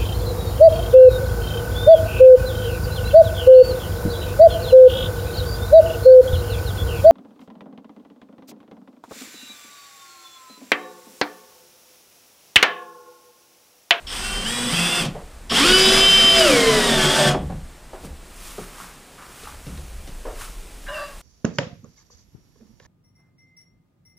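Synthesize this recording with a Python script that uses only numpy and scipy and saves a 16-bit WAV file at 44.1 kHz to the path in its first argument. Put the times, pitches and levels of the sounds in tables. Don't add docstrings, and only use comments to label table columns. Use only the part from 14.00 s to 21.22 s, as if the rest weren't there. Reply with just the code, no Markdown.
import sys
import numpy as np
from scipy import signal
from scipy.fft import rfft, irfft, next_fast_len
from scipy.io import wavfile
from scipy.ndimage import uniform_filter1d

SR = 44100
rng = np.random.default_rng(int(sys.argv[2]) if len(sys.argv) > 2 else 0)


def dump(signal):
    limited = np.clip(np.atleast_2d(signal).T, -1, 1)
    pcm = np.round(limited * 32767).astype(np.int16)
    wavfile.write(sys.argv[1], SR, pcm)


N = 318222
CUTOFF_HZ = 15800


def from_db(db):
    return 10 ** (np.asarray(db) / 20)


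def rms_one(x):
    return x / np.sqrt(np.mean(x ** 2) + 1e-20)


def in_time(rows, start=0, stop=N):
    seconds, *columns = np.transpose(rows)
    sample_s = np.arange(start, stop) / SR
    return [np.interp(sample_s, seconds, column) for column in columns]


def at_hz(points, hz):
    points = np.array(points)
    return np.interp(np.log(hz), np.log(points[:, 0]), points[:, 1])


def drift(rate_hz, size=N):
    r = np.exp(-80 * np.pi * rate_hz / SR)
    noise = rng.standard_normal(size // 40 + 2002)
    slow = signal.lfilter([1], [1, -2 * r, r * r], noise)[2000:]
    return np.interp(np.arange(size) / 40, np.arange(len(slow)), rms_one(slow))


def coloured(x, spectrum):
    hz = np.arange(len(x) // 2 + 1) * SR / len(x) + 1
    gain = from_db(at_hz(spectrum, hz)) * (hz > spectrum[0][0])
    return rms_one(irfft(rfft(x) * gain, len(x)))


def resonate(x, hz, width_hz):
    r = np.exp(-np.pi * width_hz / SR)
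    feedback = [1, -2 * r * np.cos(2 * np.pi * hz / SR), r * r]
    return signal.lfilter([(1 - r * r) / 2, 0, (r * r - 1) / 2], feedback, x)


def body(x, modes, flicker_db):
    total = 0
    for k, (hz, width_hz, db) in enumerate(modes):
        drive = x * from_db(flicker_db * drift(6.4, len(x)))
        total = total + (-1) ** k * from_db(db) * resonate(drive, hz, width_hz)
    return rms_one(total)


def grains(per_s, spread_db, size=N):
    strength = from_db(spread_db * np.minimum(rng.exponential(1, size), 4))
    sizes = strength * rng.choice([-1, 1], size)
    return sizes * (rng.random(size) < per_s / SR) + 1e-18


def burst(hz, width_hz, t60_s, attack_s):
    age = np.arange(SR // 3) / SR
    fade = from_db(-60 * age / max(t60_s, .02))
    rattle = rng.standard_normal(len(age)) * fade * np.minimum(age / attack_s, 1)
    thud = resonate(resonate(rattle, hz, width_hz), hz, width_hz)
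    return thud / np.abs(thud).max()


def air():
    # (pitch_hz, relative level_db per Hz)
    air_colour = [(53, -22), (90, -14), (136, -3), (671, -8.5), (1740, -13.5), (2980, -17.5), (6490, -21.5),
                  (8230, -18), (13800, -31), (15700, -20)]
    return from_db(-47) * coloured(rng.standard_normal(N), air_colour)


def wind():
    # (time_s, deep rumble level_db, upper rumble level_db)
    gust_levels = [(0.0, -49.5, -47.5), (0.38, -29, -48), (0.54, -42, -47), (1.45, -43, -49),
                   (1.67, -28.5, -49), (2.4, -36.5, -37.5), (3.03, -31.5, -54), (3.52, -39, -29.5),
                   (3.9, -45, -58.5), (4.1, -42, -37.5), (4.4, -40.5, -57), (5.2, -57.5, -57.5),
                   (5.79, -42, -38), (6.5, -33.5, -52), (6.75, -38, -56), (7.22, -45, -54)]
    # [low edge_hz, high edge_hz]
    rumble_bands = [20, 36], [48, 77]
    out = 0
    for level_db, band_hz in zip(in_time(gust_levels), rumble_bands):
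        band = signal.butter(2, band_hz, "band", fs=SR, output="sos")
        gusts = signal.sosfilt(band, rng.standard_normal(N))
        out = out + from_db(level_db) * rms_one(gusts)
    return out


def shed(x):
    T60_S, WALLS_DB, DULL_HZ = 0.31, -12.5, 5300
    size = next_fast_len(N + SR)
    hz = np.arange(size // 2 + 1) * SR / size
    t60_s = T60_S / np.sqrt(1 + (hz / DULL_HZ) ** 2)
    walls = 0
    for k, lag_s in enumerate(np.geomspace(.011, .037, 12)):
        round_trip = from_db(-60 * lag_s / t60_s) * np.exp(-2j * np.pi * hz * lag_s)
        walls = walls + (-1) ** k * round_trip / (1 - round_trip)
    reverb = from_db(WALLS_DB) * rms_one(np.abs(walls)) * np.exp(1j * np.angle(walls))
    return irfft(rfft(x, size) * (1 + reverb), size)[:N]


def straw():
    # (peak_s, swell_s, fade_s, rustle_db, sole scuff_db)
    shuffles = [(3.95, 0.022, .08, -58, -50), (4.055, 0.064, 0.037, -43.5, -54),
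                (4.48, 0.25, 0.26, -39, -50.5), (4.63, 0.17, 0.098, -50, -49),
                (4.82, 0.18, 0.2, -42.5, -42.5), (5.23, 0.048, 0.14, -68, -45), (5.4, 0.24, 0.2, -46, -57),
                (5.48, 0.092, 0.16, -51, -44), (5.7, 0.08, 0.26, -55, -54), (6.27, 0.014, 0.094, -70, -45),
                (6.42, 0.063, 0.11, -37, -38.5), (6.96, 0.087, 0.26, -51, -39)]
    # (time_s, level_db)
    settling = [(3.5, -77), (4.4, -64), (5.8, -49.5), (7.2, -48)]
    # (pitch_hz, relative level_db per Hz)
    straw_colour = [(880, -60), (1560, -16), (2400, -6), (3970, -9.5), (9910, -8), (13300, -16.5),
                    (15700, -6.5)]
    EDGE_DB = 18.5
    t = np.arange(N) / SR
    rustle, scuffing = from_db(in_time(settling)[0]), 0
    for peak_s, swell_s, fade_s, rustle_db, scuff_db in shuffles:
        before = (peak_s - t) / max(swell_s, .005)
        after = (t - peak_s) / max(fade_s, .005)
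        shape = from_db(-EDGE_DB * np.where(t < peak_s, before, after))
        rustle = rustle + from_db(rustle_db) * shape
        scuffing = scuffing + from_db(scuff_db) * shape
    stalks = rng.standard_normal(N) + 0.75 * rms_one(grains(1500, 2.2))
    crackle = coloured(stalks, straw_colour)
    soles = rng.standard_normal(N) + rms_one(grains(500, 1.7))
    scuff = rms_one(resonate(soles, hz=1180, width_hz=440))
    return rustle * crackle + scuffing * scuff


def creak():
    # (time_s, level_db before a 5 dB cut, slips per s)
    rubbing = [(6.865, -55, 510), (6.885, -27, 555), (6.945, -27.5, 623), (6.99, -25, 575),
               (7.06, -28, 578), (7.17, -53, 530)]
    # (pitch_hz, width_hz, level_db)
    shelf = [(558, 34, -10), (625, 61, -7.5), (1013, 16, -4.5), (1150, 23, -6), (1578, 57, -2),
             (1890, 17, -8), (2770, 150, -19), (3900, 290, -27)]
    # (time_s, lower pitch_hz, lower level_db, upper level_db)
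    squeal_glide = [(6.875, 2860, -70, -75), (6.89, 2860, -41, -56), (6.93, 2870, -40, -60),
                    (6.955, 2713, -37.5, -51), (7.05, 2694, -44, -49), (7.13, 2707, -65, -70)]
    UPPER_RATIO = 1.77
    level_db, per_s = in_time(rubbing)
    slip_count = np.floor(np.cumsum(per_s * (1 + .012 * drift(60))) / SR)
    slips = np.diff(slip_count, prepend=0)
    rub = slips * from_db(1.2 * rng.standard_normal(N))
    rub += 0.075 * rng.standard_normal(N) * from_db(2.7 * drift(40))
    sample = np.arange(N)
    loaded = (sample > rubbing[0][0] * SR) & (sample < rubbing[-1][0] * SR)
    hz, low_db, high_db = in_time(squeal_glide)
    phase = 2 * np.pi * np.cumsum(hz * (1 + .006 * drift(52))) / SR
    squeal = from_db(low_db + 3.2 * drift(40)) * np.sin(phase)
    squeal += from_db(high_db + 2.7 * drift(40)) * np.sin(UPPER_RATIO * phase)
    return loaded * (from_db(level_db - 5.0) * body(rub, shelf, flicker_db=3.5) + squeal)


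def knocks():
    # (start_s, peak_db before a 0.5 dB lift, centre_hz, t60_s,
    # low thump_db, straw crunch_db before a 7.5 dB cut)
    hits = [(1.048, -24, 450.6, 0.071, -22, -13.5), (1.143, -24, 470, 0.34, -45, -41),
            (3.34, -14.5, 314.6, 0.097, -21, -53.5), (3.412, -48, 339, 0.13, -25.5, -59),
            (3.493, -29, 600, 0.18, -25, -57), (3.519, -30.5, 480, 0.068, -39, -47),
            (3.929, -26.5, 453, 0.21, -56, -52), (4.03, -32, 315, 0.26, -33, -42),
            (4.578, -24, 380, 0.11, -33.5, -37), (4.8, -29, 1200, 0.048, -43, -42),
            (5.18, -38, 1260, 0.29, -57, -51), (5.43, -35, 400, 0.057, -46, -28),
            (5.47, -28, 915, 0.046, -52, -40), (5.662, -36, 301, 0.17, -29, -29),
            (5.769, -41, 301, 0.19, -40, -30), (6.07, -36.5, 295, 0.11, -37, -26),
            (6.249, -25, 430, 0.33, -55, -54), (6.409, -30.5, 1300, 0.098, -54, -44),
            (6.863, -35, 1610, 0.22, -51, -41)]
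    RISE_CYCLES = 2.9
    out = np.zeros(N)
    for start_s, peak_db, hz, t60_s, thump_db, crunch_db in hits:
        knock = from_db(peak_db + 0.5) * burst(hz, 350 + 0.27 * hz, t60_s, RISE_CYCLES / hz)
        knock += from_db(thump_db) * burst(151, 101, t60_s=0.35, attack_s=0.0074)
        knock += from_db(crunch_db - 7.5) * burst(1800, 5100, t60_s=0.096, attack_s=0.0071)
        out[int(start_s * SR):][:len(knock)] += knock
    return out


def timber(size, tight):
    # (pitch_hz, width_hz, level_db)
    loose_frame = [(130.5, 40, 0.5), (139.4, 16.7, 6.5), (219, 46, 5.5), (415, 56, -1), (503, 30, 5),
                   (740, 89, -2), (1140, 110, -3)]
    # (pitch_hz, width_hz, level_db)
    tight_frame = [(143, 13.4, -5.5), (590.4, 10.6, 2), (629.2, 11.4, 0), (732, 15, -2.5), (1143, 8.6, -8)]
    bite = rng.standard_normal(size) * from_db(1.0 * drift(32, size))
    low_cut = signal.butter(6, 108, "high", fs=SR, output="sos")
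    drumming = signal.sosfilt(low_cut, body(bite, loose_frame, flicker_db=0.94))
    return drumming + tight * body(bite, tight_frame, flicker_db=4.0)


def gear_hiss(turn, hiss_db, unrest, hiss_colour, start, stop):
    # (pitch_hz, width_hz, level_db)
    casing_rattle = [(3180, 390, -1), (5370, 93, 4)]
    # (time_s, level_db over the hiss curve)
    strain = [(2.9, -30), (2.99, -16), (3.045, -8), (3.12, -23), (3.25, -18), (3.285, -15)]
    HISS_DB, RATTLE_DB = -5.5, -22.5
    KICK_DB, KICK_S = 18, 0.11
    size = stop - start
    teeth = rng.standard_normal(size) * (1 + 0.084 * np.cos(turn))
    teeth += 0.33 * rms_one(grains(2500, 3.2, size))
    hiss = from_db(hiss_db + HISS_DB + 1.0 * drift(15, size)) * coloured(teeth, hiss_colour)
    kick_db = KICK_DB * np.exp(-np.arange(size) / SR / KICK_S)
    buzz = body(teeth, casing_rattle, flicker_db=0.0)
    hiss += from_db(hiss_db + RATTLE_DB + kick_db) * unrest ** 1.14 * buzz
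    ringing = body(teeth, [(3210, 70, 0)], flicker_db=7.0)
    return hiss + from_db(hiss_db + in_time(strain, start, stop)[0]) * ringing


def single_orders(turn, rotor_hz, hiss_db, labour, lone, start, stop):
    # (time_s, level_db over the hiss curve)
    spindle_load = [(1.74, -33), (1.84, -22), (2.3, -11.5), (2.4, -4), (2.6, -3.5), (3.0, -12),
                    (3.2, -16.5)]
    SPINDLE_ORDER = 1.733
    lone_db = {k: at_hz(curve, rotor_hz) for k, curve in lone.items()}
    lone_db[SPINDLE_ORDER], = in_time(spindle_load, start, stop)
    whine = np.zeros(len(turn))
    for k, db in lone_db.items():
        flicker_db = 1.58 * labour * np.minimum(drift(36, len(turn)), 1.2)
        whine += from_db(hiss_db + db + flicker_db) * np.sin(k * turn)
    return whine


def order_families(turn, rotor_hz, hiss_db, change, unrest, orders_db, poles, sides):
    # (pitch_hz, gain_db)
    casing_tone = [(300, -1), (1500, -9.5), (2200, -7), (2750, -1), (3150, 8), (3500, 5), (4200, -7.5),
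                   (5000, -3.5), (6300, -20.5), (8300, -4.5), (10000, -13.5), (11500, -28), (13000, -34)]
    SLOWING_DB, SPEEDING_DB, FLICKER_DB = 8.5, 6.5, 3.5
    smear_db = SLOWING_DB * np.clip(-change / 3, 0, 1) + SPEEDING_DB * np.clip(change / 5, 0, 1)
    poles_db = hiss_db + at_hz(poles, rotor_hz) - smear_db
    sides_db = hiss_db + at_hz(sides, rotor_hz) - smear_db
    whine = np.zeros(len(turn))
    for k, order_db in orders_db.items():
        family_db = sides_db if k % 4 else poles_db
        casing_db = at_hz(casing_tone, k * rotor_hz)
        flicker_db = FLICKER_DB * unrest * np.minimum(drift(24.0, len(turn)), 1)
        gain = from_db(family_db + order_db + casing_db + flicker_db)
        audible = k * rotor_hz < CUTOFF_HZ
        whine += gain * audible * np.sin(k * turn + rng.uniform(0, 2 * np.pi))
    return whine


def drill(pull, orders_db, poles, sides, lone, hiss_colour):
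    # (time_s, tightness_db)
    tightening = [(2.4, -37), (2.6, -4.5), (3.0, -1.5), (3.2, 1)]
    LABOUR, TIMBER_DB = 2.15, -10
    start, stop = int(pull[0][0] * SR), int(pull[-1][0] * SR)
    size = stop - start
    rotor_hz, hiss_db, timber_db = in_time(pull, start, stop)
    change = uniform_filter1d(np.gradient(np.log(rotor_hz)) * SR, size=2000)
    unrest = 1 + .35 * np.minimum(np.abs(change), 3)
    tight = from_db(in_time(tightening, start, stop)[0])
    labour = unrest + LABOUR * tight
    unsteady_hz = rotor_hz * (1 + 0.00068 * labour * drift(39.0, size))
    turn = 2 * np.pi * np.cumsum(unsteady_hz) / SR
    whine = single_orders(turn, rotor_hz, hiss_db, labour, lone, start, stop)
    whine += order_families(turn, rotor_hz, hiss_db, change, unrest, orders_db, poles, sides)
    hiss = gear_hiss(turn, hiss_db, unrest, hiss_colour, start, stop)
    drumming = from_db(timber_db + TIMBER_DB) * timber(size, tight)
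    out = np.zeros(N)
    soft_ends = signal.windows.tukey(size, .01)
    out[start:stop] = (np.sqrt(2) * whine + hiss + drumming) * soft_ends
    return out


def half_trigger_pull():
    # (time_s, rotor speed_hz, hiss curve_db, timber_db before the timber trim)
    half_pull = [(0.066, 73.4, -36, -47), (0.08, 78, -35, -41), (0.128, 85.95, -26, -31),
                 (0.246, 96.9, -26, -33.5), (0.444, 98.03, -26.5, -26), (0.47, 109.6, -23, -26),
                 (0.51, 119.5, -24, -26), (0.69, 122.7, -22.5, -23.5), (0.742, 166.9, -20, -22.5),
                 (0.812, 171.7, -19.5, -24), (0.99, 175.6, -20, -21), (1.034, 163.7, -22, -16.5),
                 (1.12, 134.6, -67, -39)]
    half_orders = {4: 1.5, 8: 5, 12: 5, 15: 9.5, 16: 11, 18: -5, 19: -2, 20: 4.5, 24: -1.5, 32: 3, 40: -4,
                   44: 3, 48: -4, 52: 4.5, 56: -3, 64: 11.5, 68: 7, 72: 5, 80: 3, 88: 6, 92: 10}
    # (rotor speed_hz, level_db over the hiss curve)
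    half_poles = [(87, -45), (96, -19), (176, -19)]
    # (rotor speed_hz, level_db over the hiss curve)
    half_sides = [(130, -22.5), (165, -16), (176, -23)]
    half_lone = {1: [(122, -24), (165, -4), (172, -8.5), (176, -37)], 2: [(96.5, -28.5), (98.5, -7),
                 (120, -15.5), (122.5, -4.5), (132, -16), (176, -23.5)], 28: [(90, -46), (96, -9.5),
                 (100, -17), (108, -4.5), (122, -11), (140, -27), (176, -18)]}
    # (pitch_hz, relative level_db per Hz)
    half_hiss = [(410, -63), (700, -7.5), (1400, -5.5), (2170, -6.5), (3380, -8.5), (4110, -13.5),
                 (4930, -4.5), (6900, -15), (8400, -6), (10200, -16), (13300, -27), (15700, -16.5)]
    return drill(half_pull, half_orders, half_poles, half_sides, half_lone, half_hiss)


def full_trigger_pull():
    # (time_s, rotor speed_hz, hiss curve_db, timber_db before the timber trim)
    full_pull = [(1.492, 125.8, -32.5, -54), (1.518, 143.6, -21.5, -13), (1.55, 169.1, -19.5, -16.5),
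                 (1.596, 264, -14.5, -15), (1.62, 279.2, -14, -18.5), (1.666, 354, -12.5, -14.5),
                 (1.7, 367, -14.5, -15), (1.78, 377.5, -14, -18), (1.972, 384.5, -13, -13.5),
                 (2.114, 387.9, -16.5, -21), (2.33, 386.8, -17, -17.5), (2.39, 384.8, -13.5, -14.5),
                 (2.448, 358.7, -15, -18), (2.52, 293.3, -14, -13), (2.585, 269.7, -15, -17),
                 (2.65, 261.4, -16.5, -16.5), (2.934, 227.3, -17, -16.5), (3.004, 215.2, -17, -14),
                 (3.07, 214, -17.5, -14.5), (3.1, 219.9, -17.5, -15), (3.28, 222.2, -16.5, -15),
                 (3.315, 184.7, -25.5, -13), (3.39, 119.8, -64, -42)]
    full_orders = {2: -7, 3: -1.5, 4: 7.5, 6: 0.5, 9: -7, 10: -4, 12: -5.5, 15: 2.5, 20: -3, 26: -1, 28: -4,
                   52: 2}
    # (rotor speed_hz, level_db over the hiss curve)
    full_poles = [(150, -26), (195, -28), (215, -16), (350, -9), (374, -8), (383, -30), (388, -34)]
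    # (rotor speed_hz, level_db over the hiss curve)
    full_sides = [(215, -19), (270, -22), (388, -10.5)]
    full_lone = {1: [(222, -23), (230, -12), (340, -6.5), (360, -11.5), (383, -6.5), (387.5, -15.5)],
                 8: [(216, -17), (270, -12.5), (360, -9), (373, -1), (384, -12), (387, 2.5)],
                 13: [(225, -20), (310, -38), (372, -8), (388, -8.5)], 7: [(215, -16.5), (270, -20),
                 (350, -26), (388, -11.5)], 37: [(215, -21), (240, -20), (270, -50)], 16: [(150, -22),
                 (175, -2.5), (200, -7), (216, -11), (235, -16.5), (262, -20), (300, -32)]}
    # (pitch_hz, relative level_db per Hz)
    full_hiss = [(420, -35), (750, -11), (1150, -6), (1450, -0.5), (2570, -4), (3250, -3), (4200, -6.5),
                 (5000, -2), (6300, -9.5), (8300, -8), (10200, -13), (11500, -20), (15700, -25)]
    return drill(full_pull, full_orders, full_poles, full_sides, full_lone, full_hiss)


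def scene():
    tool = half_trigger_pull() + full_trigger_pull()
    mono = shed(tool + knocks() + creak()) + straw() + wind() + air()
    return np.array([mono, mono])


def record(dry):
    rounded = 1.5 * np.tanh(dry / 1.5)
    top_cut = signal.cheby2(14, 70, CUTOFF_HZ + 170, fs=SR, output="sos")
    return signal.sosfilt(top_cut, rounded)


dry = scene()
out = record(dry)
dump(out)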